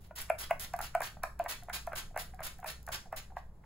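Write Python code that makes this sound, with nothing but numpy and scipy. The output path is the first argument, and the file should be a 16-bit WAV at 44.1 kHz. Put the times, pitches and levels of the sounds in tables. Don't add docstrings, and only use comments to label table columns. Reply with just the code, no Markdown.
import sys
import numpy as np
from scipy import signal
from scipy.fft import rfft, irfft, next_fast_len
from scipy.io import wavfile
from scipy.ndimage import uniform_filter1d

SR = 44100
rng = np.random.default_rng(int(sys.argv[2]) if len(sys.argv) > 2 else 0)


def materialize(psi):
    bounded = np.clip(np.atleast_2d(psi).T, -1, 1)
    quanta = np.round(bounded * 32767).astype(np.int16)
    wavfile.write(sys.argv[1], SR, quanta)


N = 160965

# start in seconds, strength in dB, bottle pitch it settles to in Hz,
# shell rap over the bottle note in dB, time for the note to fall 60 dB in seconds (raised to 0.01 if shorter).
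PLUNGER_JOLTS = [(0.109, -35, 627, -7.5, 0.018), (0.301, -11, 649, -7, 0.024),
                 (0.509, -12.5, 663, -4.5, 0.027), (0.738, -20, 710, -7.5, 0.035),
                 (0.79, -26.5, 725, 0, 0.009), (0.804, -24.5, 760, -3, 0.015),
                 (0.95, -13.5, 692, -9, 0.038), (1.006, -23, 610, -0.5, 0.0083),
                 (1.019, -31.5, 696, 9, 0.023), (1.169, -38, 676, -9, 0.01),
                 (1.236, -22.5, 660, 1.5, 0.017), (1.249, -37.5, 625, -3.5, 0.037),
                 (1.397, -17.5, 679, -9, 0.047), (1.447, -34.5, 616, -5, 0.021),
                 (1.46, -25.5, 688, 1.5, 0.021), (1.622, -45.5, 708, 0.5, 0.064),
                 (1.684, -30.5, 662, -8, 0.015), (1.697, -34, 720, 8, 0.04), (1.873, -24, 672, -6.5, 0.037),
                 (1.919, -33, 720, 0, 0.016), (1.932, -28.5, 610, 3, 0.017), (2.109, -46, 690, -14, 0.023),
                 (2.144, -39, 645, -8, 0.011), (2.163, -20.5, 646, -4, 0.012),
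                 (2.176, -26.5, 720, 4, 0.027), (2.336, -41, 742, -7, 0.062), (2.392, -35, 723, 0.5, 0.021),
                 (2.405, -29.5, 650, -6.5, 0.016), (2.417, -42.5, 613, 10.5, 0.04),
                 (2.589, -41, 733, -6.5, 0.065), (2.628, -36, 740, -2, 0.037),
                 (2.644, -25.5, 745, -5, 0.01), (2.659, -37.5, 625, 10.5, 0.081),
                 (2.876, -33.5, 723, 1, 0.014), (2.889, -30.5, 675, 2, 0.02), (2.904, -35, 630, -24, 0.015),
                 (3.056, -44.5, 760, -8, 0.023), (3.069, -45, 693, -37, 0.028),
                 (3.127, -21.5, 683, -6.5, 0.011), (3.139, -34, 630, -3, 0.021),
                 (3.303, -47.5, 766, -4, 0.027), (3.32, -41.5, 755, -28, 0.0099),
                 (3.368, -23, 703, -6, 0.0053), (3.637, -56, 860, 7, 0.038)]
# start in seconds, strength in dB.
VALVE_TICKS = [(0.2176, -27), (0.299, -33), (0.389, -34), (0.5078, -33.5), (0.597, -32), (0.736, -35),
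               (0.764, -37.5), (0.79, -35), (0.814, -28.5), (0.9498, -30.5), (1.0046, -33), (1.0176, -30.5),
               (1.2339, -27.5), (1.3924, -37.5), (1.44, -40), (1.6345, -39), (1.6963, -42.5),
               (1.8685, -37.5), (1.931, -44), (2.1603, -43), (2.175, -29), (2.3452, -45.5), (2.4045, -44.5),
               (2.5854, -45), (2.601, -45.5), (2.643, -41.5), (2.67, -48), (2.829, -46), (2.866, -36.5),
               (2.8874, -38), (3.125, -42), (3.367, -50)]
# start in seconds, strength in dB, length before the release in seconds, treble lift in dB.
SPRAYS = [(0.0014, -60.5, 0.07, 6), (0.152, -38.5, 0.071, 7), (0.38, -37, 0.06, 5.5),
          (0.592, -37, 0.056, 8), (0.807, -38, 0.062, 4.5), (1.016, -36, 0.06, 3), (1.48, -33.5, 0.051, 4),
          (1.726, -32.5, 0.042, 4), (1.951, -34, 0.05, 5), (2.18, -36, 0.042, 5.5),
          (2.425, -37.5, 0.053, 8), (2.657, -38, 0.061, 4.5), (2.915, -31.5, 0.043, 1.5),
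          (3.159, -36, 0.03, 4), (3.359, -54.5, 0.031, -1.5)]
# frequency in Hz, relative level per Hz in dB.
NOZZLE_TONE = [(300, -11.5), (600, -5.5), (1300, -1), (2900, -1.5), (5000, -3), (8000, -8.5), (15000, -9)]
# frequency in Hz, width in Hz, relative level in dB.
SHELL_MODES = [(1027, 320, 3.5), (1590, 278, 8), (1836, 830, 2)]
# frequency in Hz, width in Hz, relative level in dB.
CAP_MODES = [(2534, 700, -1.1)]
# frequency in Hz, time to fall 60 dB in seconds, relative level in dB.
ROOM_ECHO = [(312, 0.55, -7.5), (670, 0.14, -0.5), (1390, 0.28, 0), (2840, 0.23, 1), (7900, 0.34, -7.5),
             (15300, 0.22, -10)]
# frequency in Hz, relative level per Hz in dB.
RUMBLE_TONE = [(24, 7.5), (32, -7), (45, -5), (100, -3.5), (180, -9), (240, -18.5), (330, -32),
               (600, -46.5)]
# frequency in Hz, relative level per Hz in dB.
AIR_TONE = [(200, -10.5), (400, -6.5), (840, -9), (2200, -27), (5000, -65), (15000, -54)]
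# frequency in Hz, likeness (1 = same, 0 = unrelated).
LEFT_RIGHT_LIKENESS = [(50, 0.99), (300, 0.89), (1000, 0.51), (2500, 0.067), (5000, 0.35), (7000, 1)]

RISE_S, SOFTER_RISE, FIRM_DB = 0.0021, 0.14, -19.5
SHARP_START, SETTLE_S = 0.6, 0.001
SCRAPE_S, SCRAPE_DB = 0.006, -18
SHELL_LEAD_S, NOTE_DB, SHELL_DB = 0.001097, -6, -2.5
CAP_GROWS = 0.4
SOFT_HZ = 2810
TICK_T60_S, TICK_LOW_HZ = 0.013, 4000
ATTACK_S, TREBLE_ATTACK_S, RELEASE_T60_S = 0.0047, 0.003, 0.05
JET_DB, SWELL_DB, SPUTTER_DB, TREBLE_HZ = -9.5, 2.5, 2.5, 8100
ROOM_JOLT_DB, ROOM_SPRAY_DB = -10.5, -5
RUMBLE_DB, WAVER_DB, AIR_DB = -51, 1.43, -68
HUM_DB, HUM_HZ, BEAT_HZ, BEAT_PEAK_S = -56.5, 58.7, 1.93, 0.28
LAG_S, LAG_FROM_HZ = 1 / 3040, 4100
TOP_HZ, WEAK_FROM_HZ, WEAK_DB = 16650, 15750, -24


def amp(db):
    return 10 ** (np.asarray(db) / 20)


def unit(x):
    return x / np.sqrt(np.mean(x ** 2) + 1e-20)


def along(points, hz, column=1):
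    columns = np.transpose(points)
    return np.interp(np.log(hz + 1), np.log(columns[0] + 1), columns[column])


def filtered(x, response):
    size = next_fast_len(x.shape[-1] + 8192)
    spectrum = rfft(x, size) * response(np.fft.rfftfreq(size, 1 / SR))
    return irfft(spectrum, size)[..., :x.shape[-1]]


def modes(table):
    def response(f):
        total = 0
        for k, (center, width, db) in enumerate(table):
            resonance = 1j * f * width / (center * center - f * f + 1j * f * width)
            total = total + (-1) ** k * amp(db) * resonance
        return total
    return response


def spread(pair):
    def mid_side(hz):
        turn = np.arccos(np.clip(along(LEFT_RIGHT_LIKENESS, hz), -1, 1)) / 2
        return np.array([np.cos(turn), np.sin(turn)])
    mid, side = filtered(pair, mid_side)
    return np.array([mid + side, mid - side])


def shaped_hiss(points):
    noise = rng.standard_normal((2, N))
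    return unit(spread(filtered(noise, lambda f: amp(along(points, f)))))


def add(track, s, piece):
    part = track[max(round(s * SR), 0):][:len(piece)]
    part += piece[:len(part)]


def bottle_note(hz, t60, rise):
    t = np.arange(SR // 5) / SR
    turns = t + SHARP_START * SETTLE_S * (1 - np.exp(-t / SETTLE_S))
    envelope = amp(-60 * t / max(t60, 0.01)) * (1 - np.exp(-t / rise)) ** 2
    ring = envelope * np.sin(2 * np.pi * hz * turns)
    return ring / abs(ring).max()


def shell_rap(t, rise):
    scrape = amp(SCRAPE_DB) * np.exp(t / SCRAPE_S)
    knock = np.tanh(amp(SCRAPE_DB) + 2 * t / rise) * np.exp(-0.5 * t / rise)
    rap = rng.standard_normal(len(t)) * np.where(t < 0, scrape, knock)
    return rap / np.linalg.norm(rap)


def jolts():
    notes, raps, cap_raps = np.zeros(N), np.zeros(N), np.zeros(N)
    rap_t = (np.arange(1000) - 600) / SR
    for s, db, hz, shell_db, t60 in PLUNGER_JOLTS:
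        rise = RISE_S * amp(-SOFTER_RISE * (db - FIRM_DB))
        add(notes, s, amp(db + NOTE_DB) * bottle_note(hz, t60, rise))
        rap = amp(db + shell_db + SHELL_DB + 24.5) * shell_rap(rap_t, rise)
        rap_start = s - SHELL_LEAD_S + rap_t[0]
        add(raps, rap_start, rap)
        add(cap_raps, rap_start, amp(CAP_GROWS * (db + 16.5)) * rap)
    shell = filtered(raps, modes(SHELL_MODES)) - filtered(cap_raps, modes(CAP_MODES))
    soft_contact = lambda f: 1 / (1 + 1.2j * f / SOFT_HZ - (f / SOFT_HZ) ** 2) ** 2
    return notes + filtered(shell, soft_contact)


def sprays():
    t, low, high = np.arange(SR // 4) / SR, np.zeros(N), np.zeros(N)
    for s, db, length, lift_db in SPRAYS:
        arch_db = SWELL_DB * np.sin(np.pi * np.clip(t / length, 0, 1))
        release_db = -60 * np.maximum(t - length, 0) / RELEASE_T60_S
        pressure_db = db + JET_DB + arch_db + release_db
        add(low, s, (1 - np.exp(-t / ATTACK_S)) ** 2 * amp(pressure_db))
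        add(high, s, (1 - np.exp(-t / TREBLE_ATTACK_S)) ** 2 * amp(pressure_db + lift_db))
    flutter = unit(uniform_filter1d(rng.standard_normal((2, N)), size=300))
    sputter = amp(SPUTTER_DB * flutter)
    jet = shaped_hiss(NOZZLE_TONE)
    treble = filtered(jet, lambda f: 1 / (1 + (TREBLE_HZ / (f + 1)) ** 6))
    return sputter[0] * low * (jet - treble) + sputter[1] * high * treble


def ticks():
    out, t = np.zeros(N), np.arange(800) / SR
    for s, db in VALVE_TICKS:
        envelope = amp(db - 60 * t / TICK_T60_S) * np.minimum(t / 0.0002, 1)
        add(out, s, envelope * rng.standard_normal(len(t)))
    return filtered(out, lambda f: (1j * f / (TICK_LOW_HZ + 1j * f)) ** 3)


def room_tail():
    hz, t, noise = signal.stft(rng.standard_normal((2, SR // 2)), SR, nperseg=256)
    start_db = along(ROOM_ECHO, hz, column=2)[:, None]
    fall_db = 60 * t / along(ROOM_ECHO, hz)[:, None]
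    tail = spread(signal.istft(noise * amp(start_db - fall_db), SR, nperseg=256)[1])
    return tail / np.linalg.norm(tail[0])


def room(x):
    out, step = np.zeros((2, N + SR)), SR // 5
    for i in range(0, N, step):
        wet = signal.fftconvolve(x[None, i:i + step], room_tail(), axes=1)
        out[:, i + 250:][:, :wet.shape[1]] += wet
    return out[:, :N]


def rumble():
    waver = amp(WAVER_DB * unit(uniform_filter1d(rng.standard_normal(N), size=2500)))
    return amp(RUMBLE_DB) * waver * shaped_hiss(RUMBLE_TONE)


def hum():
    t = np.arange(N) / SR
    beating = np.sin(2 * np.pi * HUM_HZ * t) * np.cos(np.pi * BEAT_HZ * (t - BEAT_PEAK_S))
    return amp(HUM_DB) * unit(beating)


def room_air():
    return amp(AIR_DB) * shaped_hiss(AIR_TONE)


def scene():
    pump, mist, valve = jolts(), sprays(), ticks()
    wet = room(amp(ROOM_JOLT_DB) * pump + amp(ROOM_SPRAY_DB) * (mist.mean(0) + valve))
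    direct = pump * amp([[-0.3], [0.3]]) + (mist + valve) * amp([[-0.6], [0.6]])
    return direct + wet + rumble() + hum() + room_air()


def record(dry):
    def recording(f):
        half_turn = np.pi * LAG_S * np.maximum(f - LAG_FROM_HZ, 0)
        lag = np.exp(1j * half_turn * np.array([[1], [-1]]))
        return lag * amp(WEAK_DB * (f > WEAK_FROM_HZ)) * (f < TOP_HZ)
    return filtered(dry, recording)


dry = scene()
out = record(dry)
materialize(out)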